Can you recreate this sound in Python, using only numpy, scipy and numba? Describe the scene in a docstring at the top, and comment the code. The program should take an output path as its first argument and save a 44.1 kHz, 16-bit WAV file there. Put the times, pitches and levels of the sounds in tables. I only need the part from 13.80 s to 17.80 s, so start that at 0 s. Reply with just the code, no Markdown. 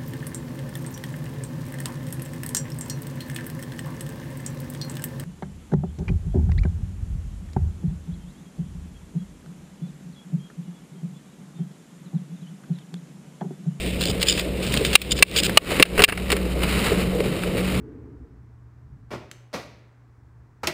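"""Skis knocked together.

Close to a body-worn microphone, two skis are pulled apart, knocked together and dropped.
Steel edges scrape, bindings rattle, a jacket rustles and crunches; light wind and a low
machine hum lie underneath. Each hard clack overloads the input: the gain ducks, then recovers."""
import sys
import numpy as np
from scipy import signal
from scipy.fft import rfft, irfft, next_fast_len
from scipy.io import wavfile
from scipy.ndimage import map_coordinates
from numba import njit

SR = 44100
rng = np.random.default_rng(int(sys.argv[2]) if len(sys.argv) > 2 else 0)


def pcm_store(signal):
    """Save signal as 16-bit PCM."""
    levels = np.round(np.clip(np.atleast_2d(signal), -1, 1) * 32767)
    wavfile.write(sys.argv[1], SR, levels.astype(np.int16).T)


N = 4 * SR

# nylon sleeve swishing past; jacket body crumpling (t/s, level/dB)
SLEEVE_LEVELS = [(0, -32), (.08, -33), (.13, -37), (.19, -39.5), (.36, -42.5), (.6, -34.5), (.73, -43),
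                 (.83, -36), (.94, -41), (1.01, -33.5), (1.13, -31.5), (1.24, -33.5), (1.38, -44.5),
                 (1.47, -30.5), (1.74, -42), (1.9, -40), (2.4, -53), (4, -40.5)]
CRUMPLE_LEVELS = [(0, -45), (.55, -37.5), (.75, -44), (.95, -32), (1.02, -40), (1.15, -33), (1.3, -45),
                  (1.4, -41), (1.55, -34.5), (1.72, -36), (1.84, -32.5), (1.97, -26.5), (2.1, -35),
                  (2.42, -36.5), (2.77, -36.5), (2.89, -28), (3.08, -24.5), (3.29, -40), (3.5, -33),
                  (3.72, -35.5), (3.88, -31.5), (4, -33.5)]
# low noise on the case (t/s, wind/dB, mount rub/dB)
RUMBLE_LEVELS = [(0, -34.5, -33), (.3, -30, -32.5), (.55, -35.5, -31), (.78, -34, -31.5),
                 (.97, -27.5, -31.5), (1.1, -32.5, -31), (1.35, -31.5, -32.5), (1.7, -30.5, -30),
                 (2, -32, -30), (2.4, -34, -36), (2.75, -32, -31), (3.12, -25, -30.5), (3.4, -31, -27),
                 (3.58, -31.5, -31), (3.72, -30.5, -27.5), (4, -28, -32.5)]
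# machine hum (t/s, fundamental/dB, third harmonic/dB)
HUM_LEVELS = [(0, -31, -34), (.3, -34.5, -31.5), (.8, -34, -32.5), (1.3, -31.5, -37), (1.9, -37, -34),
              (2.4, -32, -32), (2.7, -27, -30.5), (3, -27.5, -29.5), (3.3, -35.5, -29), (3.55, -55, -29.5),
              (3.8, -31.5, -28.5), (4, -35, -29)]
# edge sliding on edge (t/s, length/s, level/dB, squeal over hiss/dB)
EDGE_STROKES = [(0.2, 0.08, -31.5, -3), (0.287, 0.025, -25, -5), (0.4, 0.04, -30.5, -13),
                (0.463, .018, -27.5, -6), (0.486, 0.013, -19, 7), (.5, 0.027, -23, 0),
                (0.537, 0.076, -31.5, -5), (0.828, 0.075, -32, -20), (0.922, 0.05, -27.5, -14),
                (1.051, .03, -29.5, -10), (1.311, 0.0036, -25.5, 6), (1.318, .008, -12.5, 6),
                (1.36, 0.039, -31, -3), (1.543, 0.013, -33.5, -2), (1.563, 0.019, -18.5, -9),
                (1.589, 0.012, -13, -5), (1.634, .012, -18, -14), (1.646, 0.022, -17, -24)]
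# resonances of a sliding edge (f/Hz, width/Hz, level/dB)
SQUEAL_MODES = [(3100, 230, -1.5), (3540, 180, 1), (4880, 200, 2.5), (6970, 320, -4), (8700, 83, -7.5)]
# taps and rattles (t/s, level/dB, t60/s, hardness: 0 plastic binding to 1 steel edge)
TAP_HITS = [(.211, -17.5, 0.011, .9), (.217, -15.5, 0.011, 1), (.227, -21, .02, 0.82),
            (.237, -15.5, 0.015, 0.96), (0.255, -14.5, 0.0088, 0.96), (0.416, -17, 0.045, 0.84),
            (0.428, -10.5, 0.021, 0.95), (0.486, -17, 0.038, 1), (.576, -20.5, 0.054, .4),
            (0.595, -16, 0.017, 0.98), (0.94, -14, 0.02, 0.35), (0.973, -14, 0.022, 1),
            (1.049, -10.5, 0.02, 0.76), (1.130, -18, 0.12, 0.92), (1.216, -8, .03, 0.91),
            (1.389, -20, .03, .8), (1.513, -19.5, 0.013, 1), (1.695, -17, 0.022, 0.21),
            (1.998, -8.5, 0.03, 0.17), (2.004, -37, 0.028, .1), (2.053, -16, 0.07, 0.34),
            (2.178, -13.5, 0.051, 0.13), (2.193, -10, 0.061, 0.061), (2.203, -15, 0.026, 0.13),
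            (2.220, -6.5, 0.038, 0.55), (2.279, -12.5, 0.12, 0.23), (2.287, -6.5, 0.042, 0.18),
            (2.296, -13, .025, 0.1), (2.323, -10.5, 0.041, 0.058), (2.375, -20.5, .03, 0.27),
            (2.502, -14, 0.039, 0.35), (2.518, -12, 0.035, 0.76), (2.525, -16.5, 0.038, 0.39),
            (2.566, -18.5, 0.024, 0.26), (2.834, -19, .03, .3), (3.403, -22.5, 0.016, 0.17),
            (3.635, -21.5, 0.033, .05), (3.779, -22, 0.02, .1)]
# bumps of gloves, skis and boots (t/s, level/dB, t60/s, f/Hz)
THUD_HITS = [(.295, -16.5, 0.07, 104), (0.347, -18, 0.041, 477), (.945, -24, 0.072, 270),
             (.966, -17, 0.084, 144), (1.010, -16, 0.06, 440), (1.563, -21, 0.029, 480),
             (1.916, -18, 0.042, 584), (1.997, -11, 0.059, 283), (2.000, -13.5, 0.066, 513),
             (2.184, -16.5, 0.14, 416), (2.196, -15, 0.074, 722), (2.226, -15.5, 0.21, 422),
             (2.527, -13.5, 0.064, 407), (3.118, -11, 0.081, 410), (3.347, -16, 0.087, 476),
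             (3.403, -13, 0.037, 438)]
# ski on ski (t/s, level/dB, contact/s, pitch ratio, flex mode boost/dB)
CLACK_HITS = [(1.1535, 13.5, 0.0046, 1, -3), (1.425, 11, 0.0049, .96, -3), (1.7728, 10.5, 0.0041, 1.04, 8),
              (2.0256, 11, 0.0033, 0.98, -2.5), (2.2385, 9.5, 0.0018, 1.0, -2),
              (2.2442, 14, 0.0026, .99, -10)]
# ringing of a ski (f/Hz, level/dB, t60/s)
RING_MODES = [(607, -18, 0.016), (847, -18.5, 0.014), (1158, -10.5, 0.019), (1748, -14, 0.018),
              (2133, -9, 0.019), (2426, -4.5, 0.021), (2781, 0, 0.017), (3153, -10, .014),
              (3863, -11, 0.014), (4383, -12.5, 0.011), (5053, -14.5, 0.0073), (7330, -19, 0.0079),
              (8510, -17.5, 0.0096), (9210, -10, 0.017), (14470, -12.5, .012)]
# jacket fabric crunching (t/s, width/s, level/dB)
JACKET_SWELLS = [(2.835, 0.009, -24.5), (2.95, 0.04, -38), (3.065, 0.017, -27.5), (3.204, 0.024, -30.5)]

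# source spectra (f/Hz, relative level/dB)
SLEEVE_SPECTRUM = [(600, -22), (1400, -12.5), (2100, 0.5), (2650, 4.5), (3250, -1), (3650, 0.5),
                   (4300, -6.5), (5100, -9), (7000, -14), (8300, -7.5), (9500, -8.5), (10800, -19),
                   (13000, -16), (14700, -8), (15800, -23)]
CRUMPLE_SPECTRUM = [(380, -15), (650, -5), (950, -4), (1270, -1.5), (1650, -5), (2100, 0), (2600, -0.5),
                    (3050, -2), (3350, -11), (3800, -5.5), (5000, -13.5), (7000, -16), (8300, -14),
                    (8700, -16), (9400, -11.5), (11000, -10.5), (13000, -10.5), (14700, -11.5),
                    (15800, -45)]
WIND_SPECTRUM = [(12, -35), (22, -6), (32, -4.5), (50, 1.5), (90, -2), (150, 1.5), (230, -1), (330, -11.5),
                 (700, -39), (1500, -72)]
MOUNT_SPECTRUM = [(100, -19), (220, -12), (300, -0.5), (440, 1.5), (560, -1.5), (680, -10), (850, -19.5),
                  (1200, -23.5), (2500, -44), (5000, -80)]
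HISS_SPECTRUM = [(700, -2), (2500, -3), (5000, -25), (9300, -18), (11000, 4), (11700, 24), (12400, 20),
                 (13100, -8), (14800, -8), (16000, -16)]
STEEL_SPECTRUM = [(500, -42), (1000, -23.5), (1650, -2), (1900, -11.5), (2400, 2.5), (3000, 2.5),
                  (4200, -1), (5100, -4), (7000, -8), (9000, -5), (10200, -16.5), (11200, -31),
                  (13200, -22), (14700, -7), (15800, -2.5)]
PLASTIC_SPECTRUM = [(350, 0), (650, -2), (950, -8.5), (1350, -2), (2000, -1.5), (2800, -0.5), (4000, -28.5),
                    (5000, -23), (7500, -40.5), (9500, -11), (11000, -12), (13000, -16), (14600, -13.5),
                    (15800, -32)]
THUD_SPECTRUM = [(40, -19), (130, 3.5), (270, -13), (430, 6.5), (600, -1), (900, -17), (1400, -13),
                 (2500, -26)]
# case notch at 6 kHz; top-octave colour of the electronics (f/Hz, gain/dB)
CASE_RESPONSE = [(5150, 0), (5600, -7), (6000, -15), (6500, -5.5), (6900, 0.5)]
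TREBLE_RESPONSE = [(9600, 0), (10800, -11), (12000, -15), (13200, -10), (14200, -7.5), (14900, 2),
                   (15500, -19)]


def amp(db):
    """Decibels to gain."""
    return 10 ** (np.asarray(db) / 20)


def unit(x):
    """Scale to rms 1."""
    return x / np.sqrt(np.mean(x ** 2) + 1e-20)


def clock(n=N):
    """Sample times in s."""
    return np.arange(n) / SR


def curves(rows):
    """Each column after the time, interpolated per sample."""
    times_s, *columns = np.transpose(rows)
    return [np.interp(clock(), times_s, column) for column in columns]


def wobble(rate_hz):
    """Smooth random curve through unit-variance knots."""
    knots = rng.standard_normal(int(N * rate_hz / SR) + 4)
    return map_coordinates(knots, [clock() * rate_hz])


def filtered(x, response):
    """Apply a gain given as a function of f/Hz."""
    size = next_fast_len(N + SR // 4)
    return irfft(rfft(x, size) * response(np.fft.rfftfreq(size, 1 / SR)), size)[:N]


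def shaped(x, points):
    """Apply (f/Hz, gain/dB) points, joined over log frequency."""
    points_hz, db = np.transpose(points)
    return filtered(x, lambda hz: amp(np.interp(np.log(hz + 1), np.log(points_hz + 1), db)))


def coloured(x, spectrum):
    """Shape x, then scale to rms 1."""
    return unit(shaped(x, spectrum))


def noise(spectrum):
    """Coloured noise, rms 1."""
    return coloured(rng.standard_normal(N), spectrum)


def slips(rate_hz, spread_db, smooth_db):
    """Uneven stick-slip impulses over smooth friction noise."""
    hits = rng.random(N) < rate_hz / SR
    sizes = rng.choice([-1, 1], N) * amp(spread_db * np.clip(rng.standard_normal(N), -2, 2))
    return unit(hits * sizes) + amp(smooth_db) * rng.standard_normal(N)


def strike(t, rise_s, hold_s, t60_s):
    """Envelope: rise, hold during contact, decay."""
    t = np.maximum(t, 0)
    decay_db = -60 * np.clip(t - hold_s, 0, 2 * t60_s) / t60_s
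    return (1 - np.exp(-t / rise_s)) * amp(decay_db)


def fabric(levels, spectrum):
    """Stiff jacket fabric crinkles as the skier moves; folds snap at random."""
    t = clock(SR // 50)
    level_db, = curves(levels)
    crinkle = unit(slips(rate_hz=700, spread_db=5, smooth_db=2) * amp(1.2 * wobble(170)))
    snap = rng.standard_normal(len(t)) * strike(t, rise_s=0.00026, hold_s=0, t60_s=0.017)
    buckles = slips(rate_hz=45, spread_db=1.5, smooth_db=-40)
    folds = unit(signal.fftconvolve(buckles, snap)[:N])
    return amp(level_db + wobble(35)) * coloured(crinkle + amp(-11) * folds, spectrum)


def rumble():
    """Uneven wind on the case and muffled rubbing of its mount."""
    wind_db, rub_db = curves(RUMBLE_LEVELS)
    wind = amp(wind_db + 1.6 * wobble(21.77)) * noise(WIND_SPECTRUM)
    rub = amp(rub_db + 1.8 * wobble(30)) * noise(MOUNT_SPECTRUM)
    return wind + rub


def hiss(level_db=-43.5):
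    """Faint steady hiss, strongest near 12 kHz."""
    return amp(level_db) * noise(HISS_SPECTRUM)


def hum(pitch_hz=61.04, waver=0.0187):
    """Wavering machine hum: fundamental and third harmonic."""
    fundamental_db, third_db = curves(HUM_LEVELS)
    phase = 2 * np.pi * np.cumsum(pitch_hz * (1 + waver * wobble(13))) / SR
    fundamental = amp(fundamental_db + 1.5 * wobble(12)) * np.sin(phase)
    third = amp(third_db + 1.8 * wobble(15)) * np.sin(3 * phase)
    return np.sqrt(2) * (fundamental + third)


def edge_response(hz):
    """Steel edge resonances as parallel band-passes."""
    return sum(amp(db) * 1j * hz * width_hz / (mode_hz ** 2 - hz ** 2 + 1j * hz * width_hz)
               for mode_hz, width_hz, db in SQUEAL_MODES)


def scrapes(rise_s=0.0025, fall_s=0.0029):
    """Steel edges chatter along each other and squeal at their resonances."""
    out, t = np.zeros(N), clock()
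    chatter = slips(rate_hz=1900, spread_db=4, smooth_db=-4.5) * amp(3.5 * wobble(300))
    edge_hiss = coloured(chatter, STEEL_SPECTRUM)
    squeal = unit(filtered(chatter, edge_response))
    for start_s, length_s, db, squeal_db in EDGE_STROKES:
        age_s = t - start_s
        stroke = np.exp(np.minimum(age_s, 0) / rise_s - np.maximum(age_s - length_s, 0) / fall_s)
        blend = (edge_hiss + amp(squeal_db) * squeal) / np.hypot(1, amp(squeal_db))
        out += amp(db) * stroke * blend
    return out


def taps():
    """Light contacts: noise bursts between dull plastic and bright steel."""
    out, t = np.zeros(N), clock(SR // 8)
    steel, plastic = noise(STEEL_SPECTRUM), noise(PLASTIC_SPECTRUM)
    for start_s, db, t60_s, hardness in TAP_HITS:
        span = round(start_s * SR) + np.arange(len(t))
        blend = np.sqrt(hardness) * steel[span] + np.sqrt(1 - hardness) * plastic[span]
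        out[span] += amp(db) * strike(t, rise_s=0.0002, hold_s=0.0015, t60_s=t60_s) * blend
    return out


def thuds(tone_db=-1, puff_db=-7.5):
    """Soft, heavy contacts: a damped low tone in a puff of noise."""
    out, t = np.zeros(N), clock()
    puff = amp(puff_db) * noise(THUD_SPECTRUM)
    for start_s, db, t60_s, hz in THUD_HITS:
        age_s = t - start_s
        tone = amp(tone_db) * np.sin(2 * np.pi * hz * age_s)
        out += amp(db) * strike(age_s, rise_s=0.0017, hold_s=0.0043, t60_s=t60_s) * (tone + puff)
    return out


def clacks(rise_s=0.00044, crack_db=-4.5, flex_below_hz=1600):
    """The skis slap together along their length for a few ms and ring briefly."""
    out, t = np.zeros(N), clock(SR // 8)
    crack = amp(crack_db) * noise(STEEL_SPECTRUM)
    for start_s, db, contact_s, pitch_ratio, flex_db in CLACK_HITS:
        span = round(start_s * SR) + np.arange(len(t))
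        blow = crack[span] * strike(t, rise_s, contact_s, t60_s=0.017)
        for hz, mode_db, t60_s in RING_MODES:
            gain = amp(mode_db + flex_db * (hz < flex_below_hz) + rng.normal(0, 1))
            ring = np.sin(2 * np.pi * (hz * pitch_ratio * t + rng.random()))
            blow += gain * ring * strike(t, rise_s, contact_s, t60_s)
        out[span] += amp(db) * blow
    return out


def jacket_crunches():
    """Jacket fabric crunches in short grainy swells as the arm moves."""
    swells = sum(amp(db) * np.exp(-0.5 * ((clock() - peak_s) / width_s) ** 2)
                 for peak_s, width_s, db in JACKET_SWELLS)
    grains = slips(rate_hz=610, spread_db=0.5, smooth_db=-1)
    return swells * coloured(grains, CRUMPLE_SPECTRUM)


def scene():
    """All sources reach one microphone through its case."""
    contacts = clacks() + taps() + scrapes() + thuds()
    jacket = jacket_crunches() + fabric(SLEEVE_LEVELS, SLEEVE_SPECTRUM)
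    jacket += fabric(CRUMPLE_LEVELS, CRUMPLE_SPECTRUM)
    return shaped(contacts + jacket + rumble() + hiss() + hum(), CASE_RESPONSE)[None]


@njit
def duck_db(x, threshold_db, depth_db, attack_db_per_s, release_db_per_s, detector_s):
    """Gain falls fast while the output peak is over threshold, then creeps back."""
    threshold, fade = 10 ** (threshold_db / 20), np.exp(-1 / (detector_s * SR))
    gain_db, cut_db, peak = np.zeros(len(x)), 0.0, 0.0
    for i in range(len(x)):
        sensed = min(abs(x[i]) * 10 ** (-cut_db / 20), 2.0)
        peak = max(peak * fade, sensed)
        if peak > threshold:
            cut_db = min(cut_db + attack_db_per_s / SR, depth_db)
        else:
            cut_db = max(cut_db - release_db_per_s / SR, 0.0)
        gain_db[i] = -cut_db
    return gain_db


def record(dry):
    """Gain control, soft clip at full scale, treble colour, band limit."""
    knee, top_hz = 4.6, 15600
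    gain_db = duck_db(dry[0], threshold_db=1, depth_db=22.0,
                      attack_db_per_s=2404, release_db_per_s=153, detector_s=0.0068)
    ducked = dry[0] * amp(gain_db)
    clipped = ducked / (1 + np.abs(ducked) ** knee) ** (1 / knee)
    return filtered(shaped(clipped, TREBLE_RESPONSE), lambda hz: hz < top_hz)[None]


dry = scene()
out = record(dry)
pcm_store(out)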